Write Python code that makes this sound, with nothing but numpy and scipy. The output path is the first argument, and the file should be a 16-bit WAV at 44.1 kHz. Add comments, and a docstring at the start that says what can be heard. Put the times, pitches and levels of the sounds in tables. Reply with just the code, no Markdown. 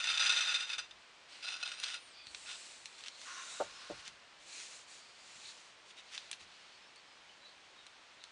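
"""A quiet room, where twine is laced through holes in the rim of a wooden bowl lying on burlap.
The cord rasps through the wood in tiny slips and catches that ring the bowl, hisses through the
fingers and over the cloth, and whistles faintly. Twice it jerks taut and thumps the bowl;
fingernails and cord tick on the rim. Dull table bumps, a faint drone and room tone sit underneath."""
import sys
import numpy as np
from scipy import signal
from scipy.fft import rfft, irfft
from scipy.io import wavfile

SR = 44100
rng = np.random.default_rng(int(sys.argv[2]) if len(sys.argv) > 2 else 0)


def pcm_store(signal):
    """Save signal as 16-bit PCM."""
    levels = np.round(np.clip(np.atleast_2d(signal), -1, 1) * 32767)
    wavfile.write(sys.argv[1], SR, levels.astype(np.int16).T)


N = 366471
TIME = np.arange(N) / SR
CUTOFF_HZ = 10250

# The hand draws cord through a hole: full_speed_s, rise_s, fall_s, level_db
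HOLE_PULLS = [(.11, 0.13, 0.14, -34), (.25, 0.1, 0.082, -35), (.38, 0.16, 0.13, -34),
              (.51, 0.11, 0.081, -34.5), (.61, 0.044, 0.062, -39.5), (.72, 0.069, 0.053, -38.5),
              (.8, 0.055, 0.079, -51.5), (1.49, 0.09, .11, -41.5), (1.665, 0.11, 0.13, -44.5),
              (1.86, 0.12, 0.075, -44.5), (1.935, 0.063, 0.062, -44.5), (2.495, 0.044, 0.078, -45)]
# The twist of the cord catches in the hole and chatters: start_s, level_db, length_s
CORD_CATCHES = [(.001, -32.5, 0.013), (0.041, -30, 0.0061), (0.071, -28.5, 0.0074), (0.088, -31, 0.03),
                (0.14, -35, 0.0073), (0.175, -27.5, 0.0075), (0.195, -26, 0.024), (0.22, -29, 0.045),
                (0.259, -29.5, 0.03), (0.2936, -26, 0.022), (0.322, -28.5, 0.0071), (0.363, -29, 0.033),
                (0.407, -31.5, 0.0087), (0.469, -32.5, 0.0069), (.542, -30, 0.03), (0.693, -42, 0.024),
                (0.73, -35.5, 0.0072), (0.782, -32.5, 0.019), (.910, -47, 0.0056), (1.426, -46, .008),
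                (1.482, -40.5, 0.0091), (1.628, -34.5, 0.0092), (1.654, -38.5, 0.016), (1.676, -37, 0.0044),
                (1.717, -37.5, 0.0052), (1.832, -37, 0.0078)]
# Ring of the bowl with the cord in the first hole: pitch_hz, width_hz, gain_db
FIRST_HOLE_MODES = [(534, 99, -26.5), (912, 76, -20), (1272, 37, -8), (1438, 72, -4), (1657, 33, -13),
                    (1770, 97, -15), (2220, 420, -18.5), (2414, 79, -8), (2604, 69, 0), (2750, 54, -5.5),
                    (2910, 70, -14.5), (3150, 72, -21), (3350, 90, -13), (3639, 98, 3), (3930, 71, -10),
                    (4110, 98, -8), (4730, 150, -15.5), (4870, 46, -2.5), (5090, 43, -10), (5560, 150, -17),
                    (6050, 165, -8.5), (7170, 140, -21), (7900, 140, -22.5), (8050, 110, -23),
                    (8880, 130, -19.5), (10070, 200, -39)]
# Its ring with the cord in the second hole: pitch_hz, width_hz, gain_db
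SECOND_HOLE_MODES = [(630, 170, -18), (1437, 96, -2.5), (2607, 73, 2), (2955, 270, -7.5), (3620, 130, 1),
                     (4110, 150, -3), (4890, 94, -1.5), (5640, 160, -6.5), (6200, 150, -11),
                     (7050, 140, -17), (8780, 300, -15.5)]
# Direct sound of slipping fibres: frequency_hz, gain_db
FIBRE_EQ = [(100, -30.5), (300, -20.5), (600, -16), (1300, -1), (2800, 4.5), (4000, -1.5), (5400, -5),
            (6800, -6.5), (8500, -12), (10200, -19)]
# Loose cord runs through fingers and over cloth:
# full_speed_s, rise_s, fall_s, body_db, sheen_db, zip_centre_hz
CORD_SLIDES = [(1.34, 0.064, 0.12, -56, -66, 8000), (2.0, .1, 0.32, -62, -73, 8320),
               (2.519, 0.29, 0.44, -56, -55, 7700), (3.02, 0.22, 0.16, -59, -63, 7550),
               (3.32, 0.21, 0.18, -54.5, -54.5, 6300), (3.53, .17, 0.16, -53.5, -50.5, 7370),
               (3.87, 0.51, 0.32, -56, -61.5, 5500), (4.48, .11, .1, -62, -63, 7000),
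               (4.6, 0.15, 0.093, -53, -50.5, 6530), (4.72, .2, .15, -57.5, -55, 6900),
               (4.93, 0.073, .1, -59, -57, 7000), (5.04, .2, .2, -66.5, -68, 7100),
               (5.421, 0.32, 0.35, -59, -60, 7070), (5.491, .08, 0.045, -59, -57.5, 6630),
               (5.9, .055, .035, -64, -65.5, 6320), (6.2, .2, 0.18, -58, -66, 6500),
               (6.415, 0.032, 0.05, -58.5, -65, 6470), (6.56, .13, 0.38, -64, -74, 6430)]
# Midrange body of the slide: frequency_hz, gain_db
SLIDE_BODY_EQ = [(80, -35), (300, -14), (900, -11), (1600, -8.5), (2600, -1.5), (3300, -4), (4200, 0),
                 (5300, -7), (6500, -13.5), (9000, -26)]
# Airy top of the slide: frequency_hz, gain_db
SLIDE_SHEEN_EQ = [(3500, -24), (5500, -2), (7000, -2.5), (8000, -3), (8700, -5.5), (9500, -5.5),
                  (10300, -19.5)]
# Strokes of the long fast pull of taut cord: full_speed_s, rise_s, fall_s, level_db
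TAUT_PULLS = [(3.29, 0.047, .1, -50), (3.39, 0.047, 0.062, -48), (3.55, 0.24, 0.28, -56.5),
              (3.86, 0.18, 0.32, -58.5)]
# Broad resonances of that pull: pitch_hz, width_hz, gain_db
TAUT_CORD_MODES = [(1070, 54, 5), (1433, 120, 4.5), (1920, 470, -5.5), (2853, 230, -5.5), (3800, 110, -8)]
# The cord jerks taut and thumps the bowl: start_s, level_db, lowpass_hz
CORD_JERKS = [(3.598, -23, 1050), (3.8953, -32, 373)]
# At each jerk the bowl rocks on the cloth in the same quick run of blows: delay_s, level_db
ROCKING_BLOWS = [(0, -14), (.0033, -2), (.0099, -1.5), (0.0189, -9.5), (.0255, -12)]
# Low body of the bowl: pitch_hz, width_hz, gain_db
LOW_BOWL_MODES = [(166, 47, -22.5), (307, 65, -9.5), (455, 98, -1.5), (588, 74, 4.5), (760, 86, -1),
                  (890, 69, -3.5), (1150, 130, -5.5), (1460, 184, -4)]
# Nails and cord tick on the rim: start_s, level_db, snap_db
RIM_TICKS = [(1.8, -33, -9), (1.8371, -25, -21), (1.842, -26, -22), (1.943, -32, -12),
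             (2.2691, -35.5, -15.5), (2.347, -32, -33), (2.8571, -33.5, -15), (2.984, -46, -17),
             (3.008, -42, -22), (3.038, -35.5, -24), (3.061, -35, -28), (3.083, -31, -20),
             (3.2154, -39.5, -21), (4.078, -35.5, -13), (6.178, -26.5, -24), (6.314, -27.5, -6),
             (6.3294, -31, -31), (6.336, -41, -28), (6.9596, -48, -10), (7.8665, -43, -13),
             (8.239, -38, -16)]
# Damped ring of the rim: pitch_hz, width_hz, gain_db
RIM_MODES = [(1610, 1100, -7.5), (2690, 430, 1), (3520, 570, 0.5), (4230, 420, 3), (5810, 720, -5)]
# Fingers pinch the cord against the rim: start_s, length_s, level_db
CORD_PINCHES = [(1.79, .19, -47.5), (2.971, 0.043, -54.5), (3.036, 0.061, -50.5), (3.80, 0.023, -59),
                (3.99, 0.017, -51), (4.04, 0.063, -49.5), (4.585, .045, -52.5), (5.899, 0.021, -55.5),
                (5.958, 0.063, -54), (6.111, 0.068, -47), (6.316, 0.035, -61)]
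# Path of the running cord's one thin whistle: time_s, pitch_hz, level_db
WHISTLE_PATH = [(1.66, 8400, -70), (1.73, 8260, -68), (1.809, 9100, -68), (1.87, 8300, -63),
                (1.97, 9100, -77), (2.02, 9200, -70), (2.09, 8700, -70), (2.135, 7400, -73)]
# Rougher squeaks of the cord: start_s, length_s, start_hz, end_hz, width_hz, level_db
CORD_SQUEAKS = [(2.109, 0.18, 4750, 4600, 200, -61), (2.118, .18, 3550, 3340, 140, -64.5),
                (2.121, 0.18, 2520, 2430, 100, -64.5), (2.242, 0.083, 4300, 4400, 220, -58),
                (3.073, 0.19, 4000, 4400, 280, -61.5), (3.253, 0.24, 5740, 6270, 400, -56),
                (3.299, 0.43, 3680, 3830, 200, -57.5), (3.69, .16, 5200, 5170, 140, -62),
                (4.466, .22, 2445, 2530, 120, -60.5), (4.481, 0.17, 4030, 4120, 200, -59),
                (4.75, .65, 4460, 4800, 250, -68), (5.423, 0.11, 4070, 4180, 450, -53.5),
                (5.968, .04, 3780, 3760, 130, -56.5), (6.693, .11, 4500, 4430, 70, -68),
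                (6.77, 0.16, 4980, 5550, 90, -71), (6.948, 0.065, 4400, 4520, 80, -66),
                (7.06, .1, 5250, 5000, 90, -71), (7.272, 0.068, 3000, 2980, 70, -64),
                (7.405, 0.1, 3980, 3950, 40, -62), (7.437, 0.11, 4200, 4200, 350, -64),
                (7.76, 0.099, 3870, 3700, 45, -63.5), (8.175, .11, 3600, 4320, 300, -62.5)]
# Dull bumps pass through the cloth into the table: start_s, level_db
TABLE_BUMPS = [(2.271, -72), (3.605, -61), (3.90, -59.5), (4.078, -69), (5.351, -70), (6.41, -72)]
# Swells of the low drone: peak_s, rise_s, fall_s, level_db
DRONE_SWELLS = [(.12, .4, .25, -74), (.87, 0.23, 0.17, -81), (2.35, 1, .8, -87), (3.8, .22, 0.3, -85)]
# Hush of the room: frequency_hz, gain_db
ROOM_TONE_EQ = [(15, -43), (25, -10), (123, -10.5), (158, -8.5), (231, -9), (276, -7.5), (364, -5.5),
                (424, -6.5), (519, -3.5), (1030, -1.5), (3120, -2), (4020, -4.5), (4340, -5), (8580, -17.5),
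                (10500, -29.5), (13600, -61), (22000, -120)]


def rasp(second_hole_s=1.2):
    """Slips of the cord in the hole ring the bowl; a catch lets go with a jab and a burst of slips."""
    drag = strokes(HOLE_PULLS) * from_db(-0.5 + 0.54 * drift(130))
    chatter, jabs = np.zeros(N), np.zeros(N)
    for start_s, db, length_s in CORD_CATCHES:
        age = TIME[:4096] / length_s
        add(chatter, start_s, from_db(db) * np.exp(-age ** 4))
        add(jabs, start_s, from_db([db + 18.5]))
        drag *= stall(start_s)
    slips = grains(per_s=2600, spread_db=4.5)
    bursts = from_db(-2) * chatter * grains(per_s=9000, spread_db=2.5)
    force = slips * drag + bursts + jabs
    in_second_hole = TIME > second_hole_s   # the bowl rings differently at each hole
    wood = 0
    for modes, when in ((FIRST_HOLE_MODES, ~in_second_hole), (SECOND_HOLE_MODES, in_second_hole)):
        ring = cut(resonate(force * when, modes), 450, "high")
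        wood += ring / np.std(resonate(slips, modes))
    fibres = colour(grains(per_s=1800, spread_db=3.5), FIBRE_EQ) * np.hypot(drag, 0.5 * chatter)
    return from_db(-1.5) * wood + from_db(-6.5) * fibres


def stall(release_s, stall_s=0.012, dip_db=-4.5):
    """Gain that ducks the rasp as the cord slows just before a catch lets go."""
    gain = np.ones(N)
    before = (TIME < release_s) & (TIME > release_s - 10 * stall_s)
    gain[before] = from_db(dip_db * np.exp((TIME[before] - release_s) / stall_s))
    return gain


def slide():
    """Loose cord brushes in dense fine grains; a high zip glides in pitch from stroke to stroke."""
    full_speed_s, *_, centre_hz = np.transpose(CORD_SLIDES)
    body = strokes(CORD_SLIDES) * colour(grains(per_s=12000, spread_db=3), SLIDE_BODY_EQ)
    zip_band = cut(noise_band(np.interp(TIME, full_speed_s, centre_hz), width_hz=710), 3000, "high")
    air = colour(grains(per_s=15000, spread_db=4), SLIDE_SHEEN_EQ)
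    sheen = strokes(CORD_SLIDES, level_column=4) * (from_db(-3.5) * air + from_db(-5) * zip_band)
    flutter = from_db(0.46 * drift(60))
    return (from_db(0.7) * body + sheen) * flutter


def taut_rub():
    """Stretched cord running fast drones in a few broad resonances."""
    rub = cut(resonate(grains(per_s=6000, spread_db=-0.5), TAUT_CORD_MODES), 600, "high")
    return strokes(TAUT_PULLS) * rms_one(rub)


def thumps():
    """Each jerk rocks the bowl; the soft blows reach only its low modes."""
    out = np.zeros(N)
    for start_s, db, lowpass_hz in CORD_JERKS:
        for delay_s, blow_db in ROCKING_BLOWS:
            blow = cut(contact(scatter=0.07, decay_s=0.0076), lowpass_hz, "low")
            thump = resonate(blow, LOW_BOWL_MODES)
            add(out, start_s + delay_s, from_db(db + blow_db) * thump / np.abs(thump).max())
    return out


def ticks():
    """Hard little touches of nail and cord: a damped knock of the rim with a bright snap on top."""
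    out = np.zeros(N)
    for start_s, db, snap_db in RIM_TICKS:
        push = contact(scatter=0.1, decay_s=0.0035)
        knock = cut(resonate(push, RIM_MODES), 670, "high")
        snap = cut(cut(push, 8200, "high"), CUTOFF_HZ, "low", order=8)
        tick = rms_one(knock) + from_db(snap_db + 4) * rms_one(snap)
        add(out, start_s, from_db(db + 1.5) * tick / np.abs(tick).max())
    return out


def pinches():
    """Fibres crackle against the rim, swelling with the pressure of the fingers."""
    pressure = np.zeros(N)
    for start_s, length_s, db in CORD_PINCHES:
        add(pressure, start_s, from_db(db) * np.sin(np.linspace(0, np.pi, int(length_s * SR))))
    snaps = grains(per_s=2200, spread_db=3.5)
    rim = rms_one(resonate(snaps, RIM_MODES))
    crackle = cut(colour(snaps, FIBRE_EQ), 1700, "high")
    return pressure * (from_db(-11) * rim + from_db(-0.5) * crackle)


def whistles(waver_hz=75):
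    """Evenly spaced fibres sing as they pass an edge: one thin whistle and many rougher squeaks."""
    time_s, pitch_hz, level_db = np.transpose(WHISTLE_PATH)
    pitch = np.interp(TIME, time_s, pitch_hz) + waver_hz * drift(900)
    gain = from_db(np.interp(TIME, time_s, level_db, left=-np.inf, right=-np.inf))
    out = np.sqrt(2) * gain * np.sin(2 * np.pi * np.cumsum(pitch) / SR)
    for start_s, length_s, start_hz, end_hz, width_hz, db in CORD_SQUEAKS:
        along = np.linspace(0, 1, int(length_s * SR))
        squeak = noise_band(start_hz + (end_hz - start_hz) * along, width_hz)
        add(out, start_s, from_db(db) * np.sin(np.pi * along) * squeak)
    return out


def bumps(decay_s=0.068, dull_hz=220, size=12000):
    """Knocks muffled by the cloth reach the table as a low rumble that dies quickly."""
    out = np.zeros(N)
    fade = np.exp(-TIME[:size] / decay_s)
    for start_s, db in TABLE_BUMPS:
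        rumble = cut(cut(rng.standard_normal(size), dull_hz, "low"), 35, "high")
        add(out, start_s, from_db(db) * rms_one(rumble) * fade)
    return out


def drone(pitch_hz=57.7):
    """A faint low hum swells and fades."""
    return strokes(DRONE_SWELLS) * noise_band(np.full(N, pitch_hz), width_hz=2.4)


def reflections(send, t60_s=0.16, predelay_s=0.003, size=12000):
    """The table and walls return a short diffuse tail."""
    age = TIME[:size]
    tail = rng.standard_normal(size) * from_db(-60 * age / t60_s) * (age > predelay_s)
    return signal.fftconvolve(send, tail / np.linalg.norm(tail))[:N]


def room_tone():
    """An even bed of soft noise."""
    return from_db(-60) * cut(colour(rng.standard_normal(N), ROOM_TONE_EQ), 45, "high", order=1)


def strokes(rows, level_column=3):
    """Envelope of swells that rise and fall in quarter sines; overlaps add in power."""
    power = np.zeros(N)
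    for row in rows:
        peak_s, rise_s, fall_s = row[:3]
        rise, fall = (np.linspace(0, np.pi / 2, max(int(s * SR), 2)) for s in (rise_s, fall_s))
        swell = from_db(row[level_column]) * np.sin(np.concatenate([rise, fall[::-1]]))
        power += np.interp(TIME, peak_s - rise_s + TIME[:len(swell)], swell, left=0, right=0) ** 2
    return np.sqrt(power)


def grains(per_s, spread_db):
    """Fibres let go at random moments, with uneven strength."""
    sizes = from_db(spread_db * np.minimum(rng.exponential(1, N), 4))
    signs = rng.choice([-1, 1], N)
    return rms_one(sizes * signs * (rng.random(N) < per_s / SR))


def contact(scatter, decay_s, size=4096):
    """A sharp touch followed by a short scatter of smaller ones."""
    push = scatter * rng.standard_normal(size) * np.exp(-TIME[:size] / decay_s)
    push[0] += 1
    return push


def noise_band(centre_hz, width_hz):
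    """Noise of rms 1 around a centre that can glide; the wider, the less tone."""
    wobble = cut(rng.standard_normal((2, len(centre_hz) + 2000)), width_hz, "low")[:, 2000:]
    phase = 2 * np.pi * np.cumsum(centre_hz) / SR
    return rms_one(wobble[0] * np.cos(phase) + wobble[1] * np.sin(phase))


def resonate(x, modes):
    """Parallel resonators with alternating polarity."""
    out = 0
    for k, (hz, width_hz, db) in enumerate(modes):
        radius = np.exp(-np.pi * width_hz / SR)
        feedback = [1, -2 * radius * np.cos(2 * np.pi * hz / SR), radius ** 2]
        gain = (-1) ** k * from_db(db) * (1 - radius ** 2) / 2
        out += gain * signal.lfilter([1, 0, -1], feedback, x)
    return out


def colour(x, eq, size=2 ** 19):
    """Shape a steady sound with an EQ curve; rms 1."""
    hz, db = np.transpose(eq)
    bins_hz = np.maximum(np.fft.rfftfreq(size, 1 / SR), 1)
    gain = from_db(np.interp(np.log(bins_hz), np.log(hz), db))
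    return rms_one(irfft(rfft(x, size) * gain)[:N])


def drift(rate_hz):
    """Smooth random modulation of rms 1."""
    knots = rng.standard_normal(int(N / SR * rate_hz) + 2)
    return rms_one(np.interp(TIME * rate_hz, np.arange(len(knots)), knots))


def cut(x, hz, kind, order=2):
    """Butterworth low- or high-pass."""
    return signal.sosfilt(signal.butter(order, min(hz, .45 * SR), kind, fs=SR, output="sos"), x)


def add(out, start_s, sound):
    """Drop a short sound onto a track."""
    start = max(round(start_s * SR), 0)
    out[start:start + len(sound)] += sound[:max(N - start, 0)]


def from_db(db):
    """Decibels to gain."""
    return 10 ** (np.asarray(db) / 20)


def rms_one(x):
    """Scale to rms 1."""
    return x / np.sqrt(np.mean(x ** 2) + 1e-20)


def scene():
    """Cord and bowl over the even hush of the room, in mono."""
    rasping, taps, thumping = rasp(), ticks() + pinches(), thumps()
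    send = from_db(-9) * rasping + from_db(-10) * taps + from_db(-16) * thumping
    background = reflections(send) + room_tone() + drone()
    cord = rasping + slide() + taut_rub() + from_db(1) * whistles()
    return (cord + taps + thumping + bumps() + background)[None]


def record(dry):
    """A steep low-pass takes the top off the mix."""
    return signal.sosfilt(signal.ellip(10, .2, 70, CUTOFF_HZ, fs=SR, output="sos"), dry)


dry = scene()
out = record(dry)
pcm_store(out)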